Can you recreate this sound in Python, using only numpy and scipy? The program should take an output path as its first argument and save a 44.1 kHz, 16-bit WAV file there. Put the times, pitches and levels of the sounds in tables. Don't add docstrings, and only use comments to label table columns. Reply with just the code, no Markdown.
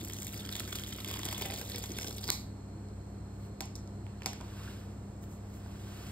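import sys
import numpy as np
from scipy import signal
from scipy.fft import rfft, irfft
from scipy.io import wavfile
from scipy.ndimage import uniform_filter1d

SR = 44100
rng = np.random.default_rng(int(sys.argv[2]) if len(sys.argv) > 2 else 0)


def attenuation_scalar(level_db):
    decades = np.asarray(level_db, float) / 20
    return 10 ** decades


def wrap_up_sound(samples):
    columns = np.atleast_2d(samples).T
    tamed = np.clip(columns, -1, 1)
    steps = np.round(tamed * 32767).astype(np.int16)
    wavfile.write(sys.argv[1], SR, steps)


N = 269495
TIME = np.arange(N) / SR
BINS = np.fft.rfftfreq(N, 1 / SR) + 1e-3
SHORT = 2048
SHORT_BINS = np.fft.rfftfreq(SHORT, 1 / SR) + 1
AGE = (np.arange(SHORT) - SHORT // 8) / SR

# time_s, rasp_level_db, lid_load_db
PULL = [(0.0, -52, -4), (0.3, -51, -2), (0.55, -48, 1), (0.8, -48.5, -3.5), (0.95, -49.5, -3.5),
        (1.12, -46, 1), (1.41, -44.5, 2.5), (1.68, -46.5, 0), (1.87, -50.5, 1), (2.04, -45.5, -0.5),
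        (2.15, -50.5, -2.5), (2.3, -45.5, 4)]
# time_s, lid_pitch_hz, strip_tension_db_per_octave
TRAVEL = [(0, 1300, 6), (.85, 1460, 6), (1.1, 1050, 1), (1.32, 1020, 2), (1.45, 730, 2), (1.6, 560, 15),
          (1.75, 480, -1), (1.95, 523, 3), (2.05, 523, 2), (2.3, 980, 11)]
# time_s, level_db
BOOM = [(0, 10), (.3, 1), (.7, -0.5), (1.1, 0.5), (1.3, -2.5), (1.5, 1), (1.75, -2.5), (2.05, 3.5),
        (2.3, 0)]
# start_s, level_db, tick_db (re level), ring_hz
DEEP_CRACKS = [(0.3332, -43.5, 13, 3320), (0.6038, -37.5, 5, 3100), (0.6757, -46, -5, 5630),
               (0.7275, -33, -1, 3300), (0.9852, -36.5, -3, 3050), (1.0867, -40, 11, 2260),
               (1.102, -39, 5, 3400), (1.1123, -32, 3, 3140), (1.159, -37, 3, 2780),
               (1.1929, -34.5, 5, 2200), (1.2325, -35.5, -2, 3330), (1.2618, -36, 6, 3070),
               (1.2864, -33.5, 7, 3270), (1.3265, -34, 13.5, 2200), (1.388, -41, -9, 3200),
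               (1.412, -35, 1, 5500), (1.421, -28.5, 10, 3180), (1.4547, -31.5, 3, 2000),
               (1.5018, -32, -8, 3700), (1.5084, -35.5, 10, 3170), (1.5385, -36.5, 13, 3060),
               (1.6134, -34, 11, 5370), (1.6984, -38, 13, 3550), (1.745, -32.5, -8.5, 3460),
               (1.7834, -38, 10, 4700), (1.839, -33, 4, 5960), (1.9864, -28.5, 8.5, 5500),
               (2.0443, -32, 0, 5830), (2.0821, -36, 10, 4040), (2.109, -38.5, 1, 4080)]
# start_s, level_db, tick_db (re level), ring_hz
DRY_CRACKS = [(0.099, -35.5, 7, 3370), (0.135, -37, 1, 6230), (0.186, -36, 3, 6240),
              (0.2222, -38, -1, 3280), (0.2683, -41, 13, 2230), (0.4515, -37, -12, 3400),
              (0.491, -29.5, -18, 3260), (0.5255, -30, 6, 3660), (0.5539, -28, 4, 3400),
              (0.5646, -32, 10, 3430), (0.597, -30, 11, 4500), (0.7557, -33, 14, 3470),
              (0.7856, -32, 3, 3170), (0.8365, -30.5, 2, 3180), (0.9254, -31, -5, 3200),
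              (1.0461, -30, 4, 3120), (1.0773, -34, -1, 3500), (1.1393, -28, 3, 3240),
              (1.1705, -33, 2, 3250), (1.2533, -33, 5, 3400), (1.311, -37, 2, 2200), (1.4604, -39, 6, 3080),
              (1.7182, -32, 3, 4570), (1.7596, -31.5, 9.5, 4700), (1.9185, -33, -4, 6000),
              (2.0117, -36, -3, 5760), (2.0305, -31, -7, 5800), (2.074, -32.5, -6, 5330),
              (2.1819, -33.5, 6, 3400), (2.2405, -28.5, -12, 4840)]
# start_s, level_db, thump_db (re level), tick_db (re level), ring_hz
LAST_CRACKS = [
    (2.2722, -36, -17, 2, 4890),
    (2.278, -32.5, -11, 9, 4700),
    (2.2833, -33, -8, 4, 4770),
    (2.288, -25, -8.5, -2, 4300),
    (2.2905, -37, 5, -6, 4000),
    (2.295, -30, -12, -8, 4140),
    (2.298, -35, -14, -8, 3880),
    (2.302, -21, -9, -22, 4500),
]
# start_s, level_db, thump_db (re level), tick_db (re level), ring_hz
SNAP = [
    (2.303, -21, -13, 11.5, 4400),
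]
# level_db, thump_db, tick_db
SMALL_SPREAD_DB = [5, 5, 5]
# time_s, ring_hz
STRIP_PITCH = [(0, 3300), (1.55, 3300), (1.75, 4800), (2.3, 4800)]
# start_s, peak_db, body_db (re peak)
EARLY_TICKS = [(0.0122, -37, 1), (0.0325, -42, -9), (0.04, -37.5, -13), (0.05, -29.5, -6),
               (0.0612, -47, -7), (0.0758, -37, 5), (0.0846, -36, -5), (0.0977, -39, -5),
               (0.1237, -37, -13), (0.1352, -30, 0), (0.1439, -43, -8), (0.1656, -41, -5),
               (0.1866, -34, -10), (0.1946, -38, -11), (0.2018, -44, -13), (0.2217, -31.5, 0),
               (0.2314, -29, 0), (0.242, -41, -4), (0.2463, -42, -5), (0.2516, -40, 0), (0.2697, -29, -11),
               (0.2754, -43, -6), (0.2811, -36, -9), (0.2902, -41, -4), (0.2996, -44, -10),
               (0.3277, -35.5, -9), (0.3336, -38, -6), (0.3436, -33, 6), (0.3777, -34, 0),
               (0.3992, -39, -7), (0.4073, -43, -7), (0.4529, -40, 7), (0.4628, -37, 4), (0.4912, -41, 7),
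               (0.515, -36, -4), (0.525, -36, -1), (0.535, -37, 5), (0.5553, -33, 2), (0.5649, -36, 0),
               (0.5793, -45, -4), (0.5974, -31, -1), (0.6041, -31, 9), (0.6228, -41, -3), (0.6571, -48, -1),
               (0.6772, -33.5, 5), (0.7275, -33.5, 0), (0.7546, -33, -8), (0.7594, -37, 6),
               (0.7759, -36, 0), (0.7975, -33, 0), (0.8258, -38, -4), (0.8786, -41, -1), (0.8875, -42, -3),
               (0.9077, -42, -2), (0.9283, -36, -6), (0.9771, -39, -3), (1.0034, -35, -2),
               (1.0466, -38, -2), (1.0771, -35, -3), (1.0869, -31, 5)]
LATE_TICKS = [(1.1026, -35, -6), (1.1132, -31, -2), (1.1204, -43, -5), (1.128, -42, -7), (1.1354, -38, 2),
              (1.1402, -32, -4), (1.155, -35, -1), (1.1587, -39, -5), (1.166, -41, -5), (1.1932, -35, 1),
              (1.233, -34.5, -8), (1.246, -36, -5), (1.2539, -31, 1), (1.261, -33, 1), (1.288, -31.5, -4),
              (1.3133, -33, -4), (1.327, -31, -5), (1.3485, -40, -4), (1.3651, -40, -1), (1.38, -33, -3),
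              (1.4021, -41, -4), (1.4144, -30, -3), (1.4213, -35.5, -1), (1.4528, -37, 0),
              (1.461, -30.5, -6), (1.509, -37, -8), (1.515, -44, -5), (1.5385, -35, -7), (1.5756, -33, -4),
              (1.5885, -33, -2), (1.596, -40, -1), (1.607, -39, -5), (1.614, -36, -3), (1.6922, -43, 5),
              (1.6987, -33, 4), (1.7142, -38, -1), (1.739, -40, 5), (1.745, -42, 2), (1.7827, -32, -6),
              (1.789, -34, -8), (1.8245, -40, -4), (1.8313, -40, -3), (1.838, -37, -9), (1.8453, -37, -2),
              (1.8597, -32, 5), (1.9108, -42, -3), (1.968, -41, 9), (1.9861, -44, -5), (2.0124, -36, -7),
              (2.0194, -37, -7), (2.0314, -35, -6), (2.045, -33, -3), (2.0739, -37, 4), (2.083, -41.5, -4),
              (2.1096, -36, -3), (2.1282, -40, 2), (2.172, -37, -2), (2.211, -39, -3), (2.2305, -41, -6),
              (2.243, -38, 0)]
TICKS = np.vstack([EARLY_TICKS, LATE_TICKS])
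# start_s, level_db, thump_db (re level), tick_db (re level), ring_hz
CLICKS = [(2.887, -56, -10, 5, 5000), (3.45, -62, 6, 5, 5000), (3.6068, -29, -6.5, 7.5, 4150),
          (3.613, -41, 2, 12, 6400), (3.6212, -42, -11, 6, 4400), (3.6564, -53, -13, 19, 5300),
          (3.7546, -41.5, -43, 10, 5300), (3.7565, -43, -40, 3, 5230), (3.7605, -47, -34, 9, 5200),
          (3.7635, -44, -34, -6, 5200), (3.779, -52, -34, -6, 5200), (3.8755, -52, -2, 9, 4500),
          (4.0664, -46, -3, -4, 2630), (4.2075, -54, -4, -9, 2020), (4.2205, -36, -9, -10, 2300),
          (4.2217, -50, -20, -10, 4470), (4.2335, -44, -15, -3, 4400), (4.244, -58, 13, -26, 1960),
          (4.2602, -23, -9, 7.5, 5000), (4.268, -34.5, 1, 4, 4700), (4.3325, -35.5, -9, 1, 3380),
          (4.405, -54, 10, -3, 4000), (4.4105, -46, 5, 8, 5080), (4.414, -50.5, 8, -5, 2730),
          (5.239, -53, 0, -1, 5760), (5.54, -54, -7, 5, 5000), (5.662, -54.5, 10, -10, 2500)]
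# start_s, level_db, pitch_hz, t60_s
KNOCKS = [
    (4.2625, -39.5, 760, 0.14),
    (3.608, -44, 790, 0.16),
]
# peak_s, level_db, rise_db_per_s, fall_db_per_s, brightness_db
STROKES = [
    (3.458, -66, 120, 400, -2),
    (4.45, -70, 600, 10, -6),
    (4.662, -52, 44, 65, -12),
    (5.232, -63, 800, 450, 3),
    (5.322, -64, 342, 210, 2),
    (5.568, -62.5, 159, 300, -0.5),
    (5.702, -69, 60, 18, -7),
    (6.068, -52, 30, 12, -9),
]
# pitch_hz, width_hz, level_db
LID = [(480, 39, 11), (616, 105, 13), (763, 48, 8), (1050, 270, 8), (1300, 46, 6.5), (1576, 125, 13)]
STRIP = [(2200, 610, 10), (3430, 610, 14), (4590, 510, 4.5), (5800, 2000, 2.5)]
DRUM = [(260, 203, -3), (368, 153, 0)]
SCRAPE = [(1000, 1300, 4), (1540, 2600, 2.5)]
# pitch_hz, level_db_per_hz
TICK = [(5000, -5), (6500, 4), (9000, -0.5), (11500, 0), (14500, 0), (15700, 5)]
# pitch_hz, t60_s, level_db
ROOM = [(300, 0.36, -21), (667, 0.28, 14.5), (1610, 0.38, 6.5), (3280, 0.33, 8), (5000, 0.34, 4.5),
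        (7760, 0.31, -16), (12600, 0.31, 3.5)]
# pitch_hz, level_db_per_hz
RUMBLE = [(20, -96), (40, -76), (80, -71.5), (130, -70), (180, -75.5), (300, -75.5), (500, -84),
          (1000, -90), (2000, -101), (3600, -109), (6000, -120)]
HISS = [(2500, -120), (4800, -108), (6500, -105), (7700, -102), (8500, -106), (9100, -114), (12000, -116),
        (15500, -119)]
# pitch_hz, width_hz, level_db
WHINE = [(4230, 210, -71.5)]
HUM_HZ = [65, 100, 200, 700]
HUM_DB = [-52, -47.5, -52, -69]
# share, from_hz
ECHO_SHARE = (.985, 5000)
AIR_SHARE = (.88, 5800)
# pitch_hz, lead_rad
PORT_LEAD = [(0, 0), (700, -.6), (1700, 0), (2800, 2.2), (3800, 1.5), (5100, 1.2), (5900, np.pi),
             (14800, 5 * np.pi), (19250, 7 * np.pi)]
# pitch_hz, level_db
PORT_BALANCE = [(400, 0), (1200, -1), (2500, -2.5), (4500, -2.5), (5600, 0)]


def peel():
    s, *columns = np.transpose(PULL)
    pull_db, load_db = (np.interp(TIME, s, c) for c in columns)
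    travel_s, *columns = np.transpose(TRAVEL)
    lid_hz, tension_db = (np.interp(TIME, travel_s, c) for c in columns)
    thickness = fray()

    boom_db = np.interp(TIME, *np.transpose(BOOM))
    thumps = attenuation_scalar(load_db - 7.5 + boom_db) / thickness * bursts(150, 4.7, 0.0043)
    fibres = attenuation_scalar(-0.61 * load_db - 5) * bursts(900, 4.6, 0.0019)
    rasp = cardboard(thumps, fibres, DRUM)

    strip_hz = np.interp(TIME, *np.transpose(STRIP_PITCH))
    strip_db = [tension_db * np.log2(hz / strip_hz) - 22.5 for hz, _, _ in STRIP]
    rasp += rain(STRIP, strip_db, 220, 0.005)
    lid_db = [load_db - 27 - np.minimum(76 * np.log2(hz / lid_hz) ** 2, 12) for hz, _, _ in LID]
    rasp += rain(LID, lid_db, 300, 0.0022) / np.sqrt(thickness)

    jerk_db = 1.5 * wander(700)
    rasp *= (TIME < s[-1]) * attenuation_scalar(pull_db + jerk_db + 2) * thickness
    strong = cracks(*all_cracks(), decay_s=.0015, width_hz=500, strip_db=1, dull_hz=30000, tail_db=-17)
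    return rasp + ticks() + strong


def all_cracks():
    deep = np.insert(np.array(DEEP_CRACKS), [2], -3.5, axis=1)
    dry = np.insert(np.array(DRY_CRACKS), [2], -18, axis=1)
    tick_trim_db = [0, 0, 0, -1.5, 0]
    return np.vstack([deep + tick_trim_db, dry + tick_trim_db, LAST_CRACKS, np.transpose(small_cracks())]).T


def small_cracks():
    per_s = 40
    s, pull_db, load_db = np.transpose(PULL)
    count = int(per_s * s[-1])
    times = (np.arange(count) + rng.random(count)) / per_s
    *colour, pitch = rng.standard_normal((count, 4)).T
    level_db, thump_db, tick_db = np.c_[SMALL_SPREAD_DB] * colour
    level_db = np.interp(times, s, pull_db) + 12 - abs(level_db)
    thump_db = np.interp(times, s, load_db) - 28 + thump_db
    ring_hz = np.interp(times, *np.transpose(STRIP_PITCH)) * 2 ** (.14 * pitch)
    return times, level_db, thump_db, tick_db - 4, ring_hz


def cracks(times, db, thump_db, tick_db, ring_hz, decay_s, width_hz, strip_db, dull_hz, tail_db):
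    bins = SHORT_BINS
    envelope = np.exp(-abs(AGE) / decay_s) + attenuation_scalar(tail_db) * np.exp(-abs(AGE) / .006)
    puff = rfft(rng.standard_normal((len(times), SHORT)) * (AGE >= 0) * envelope)

    own_hz = ring_hz[:, None]
    own = resonate([(own_hz, width_hz, 0)], bins) / (1 + (0.35 * own_hz / bins) ** 4)
    ring = attenuation_scalar(strip_db + thump_db[:, None] / 2) * resonate(STRIP, bins) + own
    lid_hz = np.interp(times, *np.transpose(TRAVEL)[:2])[:, None]
    lid = resonate(LID, bins) + attenuation_scalar(6) * resonate([(lid_hz, 300, 0)], bins)
    tick = curve_gain(TICK, bins) / (1 + (bins / dull_hz) ** 3)
    parts = ((resonate(DRUM, bins), thump_db - 0.5), (lid, thump_db + 1), (ring, 0), (tick, tick_db - 7.5))

    total = sum(5.05 * attenuation_scalar(db + part_db)[:, None] * unit(puff * gain) for gain, part_db in parts)
    return impulses(times, irfft(total))


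def ticks():
    s, peak_db, body_db = np.transpose(TICKS)
    puff = rfft(rng.standard_normal((len(s), SHORT)) * (AGE >= 0) * np.exp(-abs(AGE) / .0004))
    own_hz = np.interp(s, *np.transpose(STRIP_PITCH))[:, None]
    bright = irfft(puff * curve_gain(TICK, SHORT_BINS))
    body = irfft(puff * (resonate(STRIP, SHORT_BINS) + resonate([(own_hz, 600, 0)], SHORT_BINS)))

    def peak(x, db):
        return x * (attenuation_scalar(db) / abs(x).max(axis=1))[:, None]

    return impulses(s - .0003, peak(bright, peak_db + 4) + peak(body, peak_db + body_db - 6.5))


def fray():
    s, peak_db, _ = np.transpose(TICKS)
    swell = np.exp(-np.maximum(AGE / 0.0057, -AGE / 0.0029))
    return np.sqrt(.5 + impulses(s, attenuation_scalar(2 * (peak_db + 35.5))[:, None] * swell))


def rain(modes, weights_db, rate, decay_s):
    out = np.zeros(N)
    for (hz, width, db), weight_db in zip(modes, weights_db):
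        clumps_db = 3.34 * wander(1500)
        fibres = attenuation_scalar(db + weight_db + clumps_db) * bursts(rate, 0.7, decay_s)
        out += shaped(fibres, resonate([(hz, width, 0)]))
    return out


def cardboard(low, high, body):
    return shaped(low, resonate(body)) + shaped(high, unit(curve_gain(TICK)))


def clicks():
    s, db, *colour = np.transpose(CLICKS)
    snap = cracks(*np.transpose(SNAP), decay_s=.00001, width_hz=1500, strip_db=0.91, dull_hz=30000, tail_db=-59)
    near = cracks(s, db, *colour, decay_s=0.0003, width_hz=1570, strip_db=0.5, dull_hz=8000, tail_db=-20)
    far = cracks(s, db - 8.5, *colour, decay_s=.00001, width_hz=3500, strip_db=3, dull_hz=4200, tail_db=-50)
    side = np.array([[.5], [-.5]])
    ports = attenuation_scalar(-3.5 * side) * snap + attenuation_scalar(-2 * side) * (near + knock())
    return ports, attenuation_scalar(-4) * snap + far


def knock():
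    out = np.zeros(N)
    for s, db, hz, t60 in KNOCKS:
        since = TIME - s
        decay = np.exp(-np.log(1000) * abs(since) / t60)
        out += attenuation_scalar(db) * (since > 0) * decay * np.sin(2 * np.pi * hz * since)
    return out


def slide():
    round_db = 3
    push = np.zeros((3, N))
    for s, peak_db, rise_db, fall_db, bright_db in STROKES:
        drop_db = np.maximum(rise_db * (s - TIME), fall_db * (TIME - s))
        db = peak_db + round_db - np.hypot(drop_db, round_db)
        push = np.maximum(push, attenuation_scalar([db - 7.5 - 0.17 * bright_db, db - 5.5, db + bright_db]))
    grain = attenuation_scalar(0.74 * wander(400))
    low, middle, high = push * grain * rng.standard_normal((3, N))
    squeaks = rain([(1140, 260, -9), (1510, 280, -3), (1950, 220, -13)], [-13, -13, -13], 330, 0.0054)
    low = low + push[0] * squeaks
    return cardboard(low, high, SCRAPE) + shaped(middle, resonate([(2660, 500, -9.5), (4570, 3900, -15)]))


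def room(x):
    t = TIME[:SR // 2]
    onset = np.clip((t - .007) / 0.0083, 0, 1)
    echo = np.zeros((2, N))
    for hz, t60, db in ROOM:
        band_pass = signal.butter(2, [hz / 1.48, hz * 1.69], "band", fs=SR, output="sos")
        band = signal.sosfilt(band_pass, rng.standard_normal((2, len(t))))
        echo[:, :len(t)] += attenuation_scalar(db) * band * np.exp(-np.log(1000) * t / t60) * onset
    return shaped(x, rfft(echo / np.sqrt(np.mean(np.sum(echo ** 2, axis=1)))))


def ventilation():
    mid, side = rfft(rng.standard_normal((2, N))) * np.sqrt(SR / 2)
    apart = .7 / (1 + (380 / BINS) ** 4)
    ports = (mid + apart * side * np.array([[1], [-1]])) / np.sqrt(1 + apart ** 2)
    air = irfft(np.hypot(curve_gain(RUMBLE), curve_gain(HISS)) * ports, N)
    whine = np.zeros(len(BINS))
    for hz, width, db in WHINE:
        whine += attenuation_scalar(db) * np.sqrt(2 / (np.pi * width) / (1 + (2 * (BINS - hz) / width) ** 4))
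    shade = attenuation_scalar(np.interp(TIME, [4.3, 4.6], [0, -6]))
    air += shade * irfft(whine * ports[::-1] * 1j, N)
    for hz, db in zip(HUM_HZ, HUM_DB):
        air += np.sqrt(2) * attenuation_scalar(db) * np.sin(2 * np.pi * (hz * TIME + rng.random()))
    return air


def shared_treble(ports, share, from_hz):
    left, right = ports
    return np.array([left + shaped(right - left, share / (1 + (from_hz / BINS) ** 12)), right])


def wander(samples):
    return np.sqrt(samples) * uniform_filter1d(rng.standard_normal(N), size=samples)


def bursts(rate, spread_db, decay_s):
    sizes = (rng.random(N) < rate / SR) * attenuation_scalar(spread_db * rng.standard_normal(N))
    envelope = signal.lfilter([1], [1, -np.exp(-1 / (decay_s * SR))], sizes)
    puffs = envelope * rng.standard_normal(N)
    return puffs / np.std(puffs)


def impulses(times, shapes):
    out = np.zeros(N + SHORT)
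    starts = (np.asarray(times) * SR).astype(int)
    np.add.at(out, starts[:, None] + np.arange(SHORT), shapes)
    return out[SHORT // 8:N + SHORT // 8]


def resonate(modes, bins=BINS):
    total = 0
    for k, (hz, width, db) in enumerate(modes):
        total = total + (-1) ** k * attenuation_scalar(db) / (1 + 1j * (bins - hz ** 2 / bins) / width)
    return unit(total)


def curve_gain(points, bins=BINS):
    hz, db = np.transpose(points)
    return attenuation_scalar(np.interp(np.log(bins), np.log(hz), db, left=-200, right=-200))


def unit(gain):
    return gain / np.sqrt(np.mean(abs(gain) ** 2, axis=-1, keepdims=True))


def shaped(x, gain):
    return irfft(rfft(x) * gain, N)


def scene():
    paper, rub = peel(), slide()
    near, to_walls = clicks()
    echo = room(attenuation_scalar(-11.5) * paper + attenuation_scalar(-14.5) * rub + to_walls)
    return paper + rub + near + shared_treble(echo, *ECHO_SHARE) + shared_treble(ventilation(), *AIR_SHARE)


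def top_cut(x):
    return signal.sosfilt(signal.butter(12, 17660, fs=SR, output="sos"), x)


def record(dry):
    left, right = rfft(dry)
    left = left * np.exp(1j * np.interp(BINS, *np.transpose(PORT_LEAD)))
    balance = attenuation_scalar(np.interp(BINS, *np.transpose(PORT_BALANCE)) / 2)
    top = 1 / (1 + (BINS / 15760) ** 90)
    mix = irfft(np.array([left * balance, right / balance]) * top, N)
    return top_cut(mix)


dry = scene()
out = record(dry)
wrap_up_sound(out)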